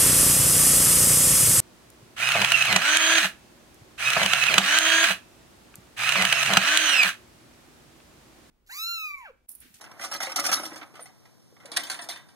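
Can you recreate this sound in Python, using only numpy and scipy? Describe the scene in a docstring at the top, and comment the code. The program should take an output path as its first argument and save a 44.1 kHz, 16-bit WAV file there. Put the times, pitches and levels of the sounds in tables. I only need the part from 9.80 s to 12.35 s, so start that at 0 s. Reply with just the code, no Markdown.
"""On dry open ground, a horse-drawn steel plow rolls along while its lift lever is hauled back.
Loose links and rods clatter and scrape on the frame; after a lull the lever gives a short falling
groan, clacks home, and the linkage settles. Pins jingle, a chain link clinks, and plow and lever
knock hollowly. Wheels crunching soil and a faint wind make the bed. A camera's two close
microphones hear it all through a stereo widener."""
import sys
import numpy as np
from scipy import signal
from scipy.fft import rfft, irfft, next_fast_len
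from scipy.io import wavfile
from scipy.ndimage import uniform_filter1d

SR = 44100
rng = np.random.default_rng(int(sys.argv[2]) if len(sys.argv) > 2 else 0)


def pcm_store(signal):
    """Save signal as 16-bit PCM."""
    levels = np.round(np.clip(np.atleast_2d(signal), -1, 1) * 32767)
    wavfile.write(sys.argv[1], SR, levels.astype(np.int16).T)


N = 112454

# metal hits: t/s, bass level/dB, middle level/dB, treble level/dB, rattle against the crack/dB
HITS = [(0.01, -43.5, -39.5, -36.5, -11.5), (0.04, -44, -35.5, -39.5, -18.5), (0.06, -42, -37, -69, -14),
        (0.113, -38.5, -37.5, -42, -22), (0.194, -39, -35, -42, -5.5), (0.211, -71, -37.5, -41, 2.5),
        (0.236, -48, -22.5, -26.5, -15), (0.245, -34, -27.5, -25.5, -12.5), (0.312, -46.5, -32.5, -36, 1.5),
        (0.334, -49, -31, -25, -11.5), (0.348, -26.5, -25.5, -32.5, -16.5), (0.402, -44.5, -27, -32, 0),
        (0.423, -38.5, -61, -30, -4.5), (0.429, -37, -24, -20, -14.5), (0.467, -37, -25.5, -49, -8),
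        (0.492, -50, -41.5, -44.5, 3.5), (0.517, -73, -27, -28, -26), (0.559, -53, -19, -13, -21),
        (0.568, -30, -26.5, -23.5, -5.5), (0.588, -28, -22, -26, -10.5), (0.596, -32, -21, -17, -32),
        (0.639, -33, -26.5, -24, -6.5), (0.65, -29.5, -20, -20.5, -9.5), (0.663, -36, -21, -13, -22.5),
        (0.689, -21, -20.5, -32, -6), (0.715, -31, -16.5, -15.5, -12.5), (0.725, -54, -21, -14.5, -13.5),
        (0.729, -38, -18, -13, -16), (0.738, -41, -30, -15, -25), (0.769, -39, -30, -55, -4),
        (0.795, -27.5, -27, -32, -11), (0.832, -38, -33, -34.5, -4), (0.851, -37, -34.5, -28, -10.5),
        (0.912, -32, -34, -61, -8.5), (0.93, -68, -47.0, -42, -5.5), (0.957, -38.5, -39, -39, -4),
        (1.013, -32.5, -28.5, -67, -19), (1.027, -32, -29, -45, -22.5), (1.139, -46, -41.5, -54, -7.5),
        (1.152, -52, -46.5, -49.5, -1), (1.168, -53, -43.5, -56, -11), (1.193, -49, -43.5, -49, -3.5),
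        (1.256, -71.5, -40.5, -41, -11.5), (1.29, -52, -51, -68, -16), (1.453, -67, -42, -52, -14),
        (1.765, -53, -45, -60, -48), (1.799, -58, -46, -54, -6), (1.831, -43, -57, -82, -2.5),
        (1.855, -42, -37.0, -31.5, -22), (1.88, -43, -57, -72, 4.5), (1.916, -34, -34.5, -30, -8),
        (1.933, -32.5, -31, -62, -9.5), (1.963, -46, -19.5, -21, -13), (1.966, -47, -17, -13.5, -24.5),
        (1.9692, -36, -14.5, -10, -30), (1.98, -27.5, -28, -38, -5.5), (1.992, -41.0, -38, -36, 1),
        (2.034, -76, -37, -29.5, -7.5), (2.067, -47, -39.5, -37.0, -4), (2.098, -27.5, -24, -21, -8),
        (2.116, -36, -41, -25, -16), (2.142, -55, -31, -31, -10), (2.189, -36.5, -24.5, -34, -12.5),
        (2.219, -35, -48, -32, -10), (2.238, -63, -43, -41, -8), (2.287, -37, -27.5, -24, -7),
        (2.296, -36, -35, -33.5, -6), (2.32, -59, -36.5, -51, -3.5), (2.358, -52, -34, -40, -8),
        (2.485, -62, -50, -54, -3)]
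# bass, middle and treble of a hit: low f/Hz, high f/Hz
HIT_BANDS = [(150, 550), (550, 2600), (2600, 14500)]
# resonances of the frame and of the lever linkage: f/Hz, level over the broad tone/dB, t60/s
FRAME_MODES = [(225.6, -3, 0.59), (312, -9, 0.047), (565, 6, 0.085), (768, 3.5, 0.025), (844, -10, 0.19),
               (1174, 6.5, 0.14), (1257, 12, 0.021), (1473, 4, 0.092), (1553, -6.5, 0.16),
               (2010, 3.5, 0.028), (5475, 10, 0.02), (6130, 3, 0.074), (7910, 6, 0.025),
               (10080, 13.5, 0.027), (11230, -4, .06), (12800, -8, 0.038)]
LINKAGE_MODES = [(693, 0, 0.051), (1136, -3, 0.1), (1562, 0, 0.055), (1900, -3, 0.022), (3600, 4.5, 0.03),
                 (3940, -1, 0.031), (4550, 5, 0.026), (5450, 8.5, 0.044), (6000, -8, .03), (7890, 9, .04),
                 (8850, -23, 0.066), (9600, -9, 0.057)]
# broad tone of all the steelwork, and the lever's own tone on top: f/Hz, level/dB
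STEEL_EQ = [(100, 0), (200, -6), (310, 3), (430, -14.5), (650, -3.5), (1250, -13.5), (2000, -8.5),
            (3000, -4), (4000, -3), (5800, 0.5), (7300, -7), (8700, -3), (9800, -8), (11500, -11.5),
            (14000, -5)]
LEVER_EQ = [(200, -1), (700, -1), (1200, 2.5), (1800, 3), (3600, 0.5), (6500, -3), (9800, 7), (11200, 1.5),
            (12400, -3.5), (14000, -2.5)]
# steel dragging on steel: t/s, level/dB
SCRAPE_FADER = [(0, -68), (.17, -64), (.24, -33), (.29, -54), (.35, -41), (.385, -60), (.43, -38),
                (.545, -55), (.59, -49), (.625, -44), (0.659, -30), (.75, -37), (.87, -50), (1.099, -65)]
# its tone: f/Hz, level/dB
SCRAPE_EQ = [(100, -35), (400, -9), (1200, -9), (2500, -2.5), (5000, -3), (9000, -2), (14000, -4)]
# hollow knocks and clanks of the plow and its lever, with the lever's short falling groan:
# t/s, f/Hz, level/dB, t60/s
HOLLOW_KNOCKS = [(.111, 1038, -39.5, 0.031), (.47, 536, -39.5, 0.13), (.565, 710, -38.5, 0.067),
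                 (.582, 1280, -28.5, 0.049), (.639, 1174, -32.5, 0.049), (.648, 1470, -49, 0.051),
                 (.687, 715, -24.5, 0.056), (.729, 1254, -32, 0.059), (.922, 309, -37, 0.11),
                 (1.139, 390, -42, 0.025), (1.193, 493, -49, 0.11), (1.193, 648, -42, 0.037),
                 (1.193, 1276, -39, 0.016), (1.29, 755, -50, 0.058), (1.725, 462, -44.5, 0.018),
                 (1.85, 561, -45, 0.11), (1.885, 474, -48.5, 0.18), (1.975, 727, -34, .05),
                 (2.1, 761, -40.5, 0.068), (2.192, 692, -42.5, 0.12), (2.29, 696, -43.5, 0.052)]
# small parts ringing on: t/s, f/Hz, level/dB, t60/s
SMALL_PINGS = [(.665, 6450, -42, 0.12), (0.731, 5640, -39, 0.049), (.729, 10400, -32, 0.089),
               (.729, 11260, -36, 0.057), (.735, 10070, -45, 0.19), (.729, 10885, -39, .43),
               (.74, 10939, -46, .5), (.74, 10835, -44, .32), (.768, 3860, -41, 0.14),
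               (.74, 12600, -47, 0.25), (2.012, 4030, -51, 0.036), (2.033, 3094, -34.5, 0.055),
               (2.033, 4430, -51, 0.045), (2.034, 12000, -30, 0.079), (2.066, 6300, -44, .05),
               (2.1, 3935, -46, 0.12), (2.1, 1610, -45, 0.071), (2.1, 6120, -43, 0.086),
               (2.1, 8430, -40, 0.15), (2.135, 3660, -52.5, 0.079), (2.215, 12200, -46, 0.083),
               (2.215, 9150, -34, 0.053), (2.29, 3630, -51, 0.36), (2.29, 4560, -53, 0.077),
               (2.29, 9200, -47, 0.069), (2.3, 2062, -42, 0.08)]
# modes of a chain link: f/Hz, level/dB, t60/s
LINK_MODES = [(9170, 4, 0.084), (9340, -2.5, 0.1), (9800, -25, 0.098), (10000, -24, 0.15),
              (12440, -18, 0.12)]
# its clinks: t/s, level/dB
LINK_CLINKS = [(.83, -45.5), (1.06, -66.5), (1.205, -45.5), (1.222, -39)]
# wheels grinding on soil: t/s, level/dB
WHEEL_FADER = [(0, -54), (.2, -53), (.7, -49), (1.001, -51), (1.15, -62.5), (1.352, -65.5), (1.75, -71),
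               (1.87, -53.5), (2.2, -50.5), (2.55, -66)]
# tone of the crushed soil, and of the wind and distance: f/Hz, level/dB
SOIL_EQ = [(60, -2.5), (150, -2), (350, -3.5), (700, 4), (1400, -2.5), (2200, -5.5), (4000, -23.5),
           (14000, -20.5)]
WIND_EQ = [(25, -81), (50, -11.5), (100, 10.5), (170, 6.5), (300, 1), (600, -9), (1200, -25.5), (2200, -28),
           (4000, -20.5), (8000, -29), (14000, -23.5)]
# head start of the left microphone as the camera pans: t/s, lead/ms
LEFT_LEAD = [(.5, 0.093), (2.0, 0.043)]
# tone of the right channel against the left: f/Hz, level/dB
RIGHT_EQ = [(60, 0), (300, -2), (600, -1.3), (1200, 1.7), (2200, 2.6), (4000, .6), (8000, .9), (13000, -.7)]

LEVER_FROM_S, LEVER_RIGHT_DB = 1.83, 1.2  # later hits land on the lever, which sits a little right
# each pair: hitch end, lever end
CRACK_T60_S, ATTACK_S, CONTACTS_PER_S = (0.038, 0.028), (0.0017, 0.0011), (4000, 1200)
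PART_T60_S, PART_DB = (0.041, 0.026), (-5, -2)
RATTLE_T60_S = (0.49, 0.24, 0.21)  # bass, middle, treble


def plow():
    """Hits and scraping ring the frame; the later hits ring the lever and its linkage."""
    hitch, lever = np.zeros((2, 2, N))
    for s, *band_db, rattle_db in HITS:
        on_lever = s > LEVER_FROM_S
        add(lever if on_lever else hitch, s, hit(s, band_db, rattle_db, end=int(on_lever)))
    pan = amp([[-LEVER_RIGHT_DB / 2], [LEVER_RIGHT_DB / 2]])
    linkage = eq(steel_body(lever, LINKAGE_MODES), LEVER_EQ) * pan
    frame = steel_body(hitch + scrape(), FRAME_MODES)
    return eq(frame + linkage, STEEL_EQ)


def hit(s, band_db, rattle_db, end):
    """A hard crack rings a loose part; the rattle tail dies away, treble first."""
    t = np.arange(SR // 2) / SR
    crack = mic_pair(chatter(len(t), CONTACTS_PER_S[end]), lead_at(s), diffuse=0.87)
    crack *= amp(-60 * t / CRACK_T60_S[end])
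    rattle = mic_pair(chatter(len(t), CONTACTS_PER_S[end]), lead_at(s), diffuse=0.87) * amp(rattle_db)
    attack = 1 - np.exp(-t / ATTACK_S[end])
    impact = 0
    for (lo, hi), db, t60 in zip(HIT_BANDS, band_db, RATTLE_T60_S):
        force = (crack + rattle * amp(-60 * t / t60)) * attack
        makeup = np.sqrt(SR / 2 / (hi - lo))
        impact += amp(db) * makeup * butter(force, 3, (lo, hi), "bandpass")
    ring = signal.fftconvolve(impact, loose_part(PART_T60_S[end])[None], axes=1)[:, :len(t)]
    send = amp(PART_DB[end])
    return (impact + send * ring) / np.hypot(1, send)


def chatter(size, per_s, grain_share=0.71):
    """Rapid metal contacts over the dense wash of ringing they leave."""
    contacts = grains(size, per_s, spread_db=4.5)
    wash = rng.standard_normal((3, size))
    return np.sqrt(grain_share) * contacts + np.sqrt(1 - grain_share) * wash


def loose_part(t60, size=5000, count=22, low_hz=904, high_hz=12098):
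    """The ring of one small steel part: unevenly spaced dying modes, at unit energy."""
    t = np.arange(size) / SR
    place = (np.arange(count)[:, None] + rng.random((count, 1))) / count
    hz = (np.sqrt(low_hz) * (1 - place) + np.sqrt(high_hz) * place) ** 2
    modes = np.sin(2 * np.pi * (hz * t + rng.random((count, 1))))
    return unit(modes.sum(0) * amp(-60 * t / t60)) / np.sqrt(size)


def steel_body(force, modes):
    """A steel body passes the force on and adds its own resonances."""
    out = force.copy()
    for hz, db, t60 in modes:
        radius = np.exp(-np.log(1000) / (t60 * SR))
        pole = radius * np.exp(2j * np.pi * hz / SR)
        out += amp(db) * 2 * signal.lfilter([1 - radius], [1, -pole], force).real
    return out


def scrape():
    """Chains and rods drag over the frame between hits: a dense crunch of tiny slips."""
    slips = mic_pair(grains(N, per_s=3800, spread_db=1.5), lead_ms=0.11, diffuse=0.67)
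    return unit(eq(slips, SCRAPE_EQ)) * fader(SCRAPE_FADER)


def jingle(steel, threshold_db=-52, cap_db=-37, low_hz=3004, high_hz=13650, t60=0.05):
    """Pins and washers clink at random on three modes each, as loud as the steel shakes them."""
    treble = butter(steel[0], 2, 3000, "highpass")
    envelope = np.sqrt(signal.lfilter(np.ones(600), 600, treble ** 2))
    shake = np.clip(envelope - amp(threshold_db), 0, amp(cap_db))
    out, t = np.zeros((2, N)), np.arange(SR // 10) / SR
    for when, softness, side, *pitches in rng.random((240, 6)):
        hz = low_hz * (high_hz / low_hz) ** np.array(pitches)[:, None]
        clink = np.sin(2 * np.pi * hz * t).sum(0) * amp(2 - 12 * softness - 60 * t / t60)
        pan = np.sqrt([[side], [1 - side]])
        add(out, when * N / SR, shake[int(when * N)] * pan * clink)
    return out


def struck_parts(strikes, attack_s, flutter_db=3, bounce_s=0.012, bounce_gain=0.37):
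    """Each strike rings one mode, fluttering as the part shakes, with three quick bounces."""
    out, t = np.zeros((2, N)), np.arange(SR // 2) / SR
    for s, hz, db, t60 in strikes:
        envelope = amp(db - 60 * t / t60) * (1 - np.exp(-t / attack_s))
        flutter = amp(flutter_db * unit(uniform_filter1d(rng.standard_normal(len(t)), size=250)))
        ring = np.sqrt(2) * np.sin(2 * np.pi * hz * t) * envelope * flutter
        pair = np.array([ring, delay(ring, lead_at(s))])
        gaps = bounce_s * (0.5 + rng.random(3))
        for bounce, late in enumerate(np.r_[0, np.cumsum(gaps)]):
            add(out, s + late, pair * bounce_gain ** bounce)
    return out


def chain_link():
    """One chain link clinks a few times, always on the same modes."""
    strikes = [(s, hz, level + db, t60) for s, level in LINK_CLINKS for hz, db, t60 in LINK_MODES]
    return struck_parts(strikes, attack_s=0.002)


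def wheels():
    """Steel rims crush dry crumbs of soil."""
    crunch = mic_pair(grains(N, per_s=1200, spread_db=0.5), lead_ms=0.19, diffuse=0.8)
    return unit(eq(crunch, SOIL_EQ)) * fader(WHEEL_FADER)


def wind(level_db=-56, gust_db=-0.5):
    """A faint bed of air, its low end swelling unevenly."""
    noise = mic_pair(rng.standard_normal((3, N)), lead_ms=0.02, diffuse=1.0, apart_hz=138)
    air = unit(eq(noise, WIND_EQ))
    lows = butter(air, 1, 500, "lowpass")
    gust = unit(uniform_filter1d(uniform_filter1d(rng.standard_normal(N), size=1300), size=900))
    return amp(level_db) * (air + lows * (amp(gust_db * gust) - 1))


def grains(size, per_s, spread_db):
    """Three independent trains of tiny contacts, uneven in strength."""
    shape = (3, size)
    strength = amp(spread_db * np.minimum(rng.exponential(1, shape), 3))
    polarity = np.sign(rng.standard_normal(shape))
    return unit(strength * polarity * (rng.random(shape) < per_s / SR))


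def mic_pair(layers, lead_ms, diffuse, apart_hz=1500):
    """Direct sound reaches the left microphone first; scattered sound spreads wide above apart_hz."""
    direct, mid, side = layers
    side = butter(side, 1, apart_hz, "highpass")
    scattered = np.array([mid + side, mid - side]) / np.sqrt(2)
    return np.sqrt(1 - diffuse ** 2) * np.array([direct, delay(direct, lead_ms)]) + diffuse * scattered


def lead_at(s):
    """The left microphone's head start in ms at time s."""
    return np.interp(s, *np.transpose(LEFT_LEAD))


def fader(points):
    """A gain ride through points of t/s, level/dB."""
    return amp(np.interp(np.arange(N) / SR, *np.transpose(points)))


def eq(x, points):
    """Minimum-phase EQ through points of f/Hz, level/dB."""
    hz, db = np.transpose(points)
    bin_hz = abs(np.fft.fftfreq(4096, 1 / SR))
    log_gain = np.log(amp(np.interp(np.log(bin_hz + 1), np.log(hz), db)))
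    response = np.exp(np.conj(signal.hilbert(log_gain)))
    taps = np.fft.ifft(response).real[:2048]
    return signal.oaconvolve(x, taps[None], axes=1)[:, :N]


def butter(x, order, hz, kind):
    """Filters with a flat passband."""
    return signal.sosfilt(signal.butter(order, hz, kind, fs=SR, output="sos"), x)


def delay(x, ms):
    """Delays by a fraction of a millisecond."""
    size = next_fast_len(x.shape[-1] + 256)
    shift = np.exp(-2j * np.pi * np.fft.rfftfreq(size, 1 / SR) * ms / 1000)
    return irfft(rfft(x, size) * shift, size)[..., :x.shape[-1]]


def add(mix, s, sound):
    """Mixes a sound in at time s."""
    part = mix[:, max(round(s * SR), 0):][:, :sound.shape[-1]]
    part += sound[..., :part.shape[1]]


def amp(db):
    """Decibels to gain."""
    return 10 ** (np.asarray(db) / 20)


def unit(x):
    """Scales to rms 1."""
    return x / np.sqrt(np.mean(x ** 2) + 1e-20)


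def scene():
    """The mix at the microphones: plow up front, its loose parts on top, wheels and wind beneath."""
    steel = plow()
    sparkle = jingle(steel) + struck_parts(SMALL_PINGS, attack_s=0.00035) + chain_link()
    knocks = struck_parts(HOLLOW_KNOCKS, attack_s=0.00095)
    return steel + sparkle + knocks + wheels() + wind()


def record(dry):
    """The widener subtracts a delayed copy of the opposite side; then right-channel EQ and a high cut."""
    cross_gain, cross_ms, side_db, cut_hz = 0.84, 0.38, -0.5, 14100
    wide = (dry - cross_gain * delay(dry[::-1], cross_ms)) / np.hypot(1, cross_gain)
    mid = wide.mean(0)
    wide = mid + amp(side_db) * (wide - mid)
    toned = np.array([wide[0], eq(wide[1:], RIGHT_EQ)[0]])
    high_cut = signal.firwin(401, cut_hz, window=("kaiser", 8), fs=SR)
    return signal.oaconvolve(toned, high_cut[None], "same")


dry = scene()
out = record(dry)
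pcm_store(out)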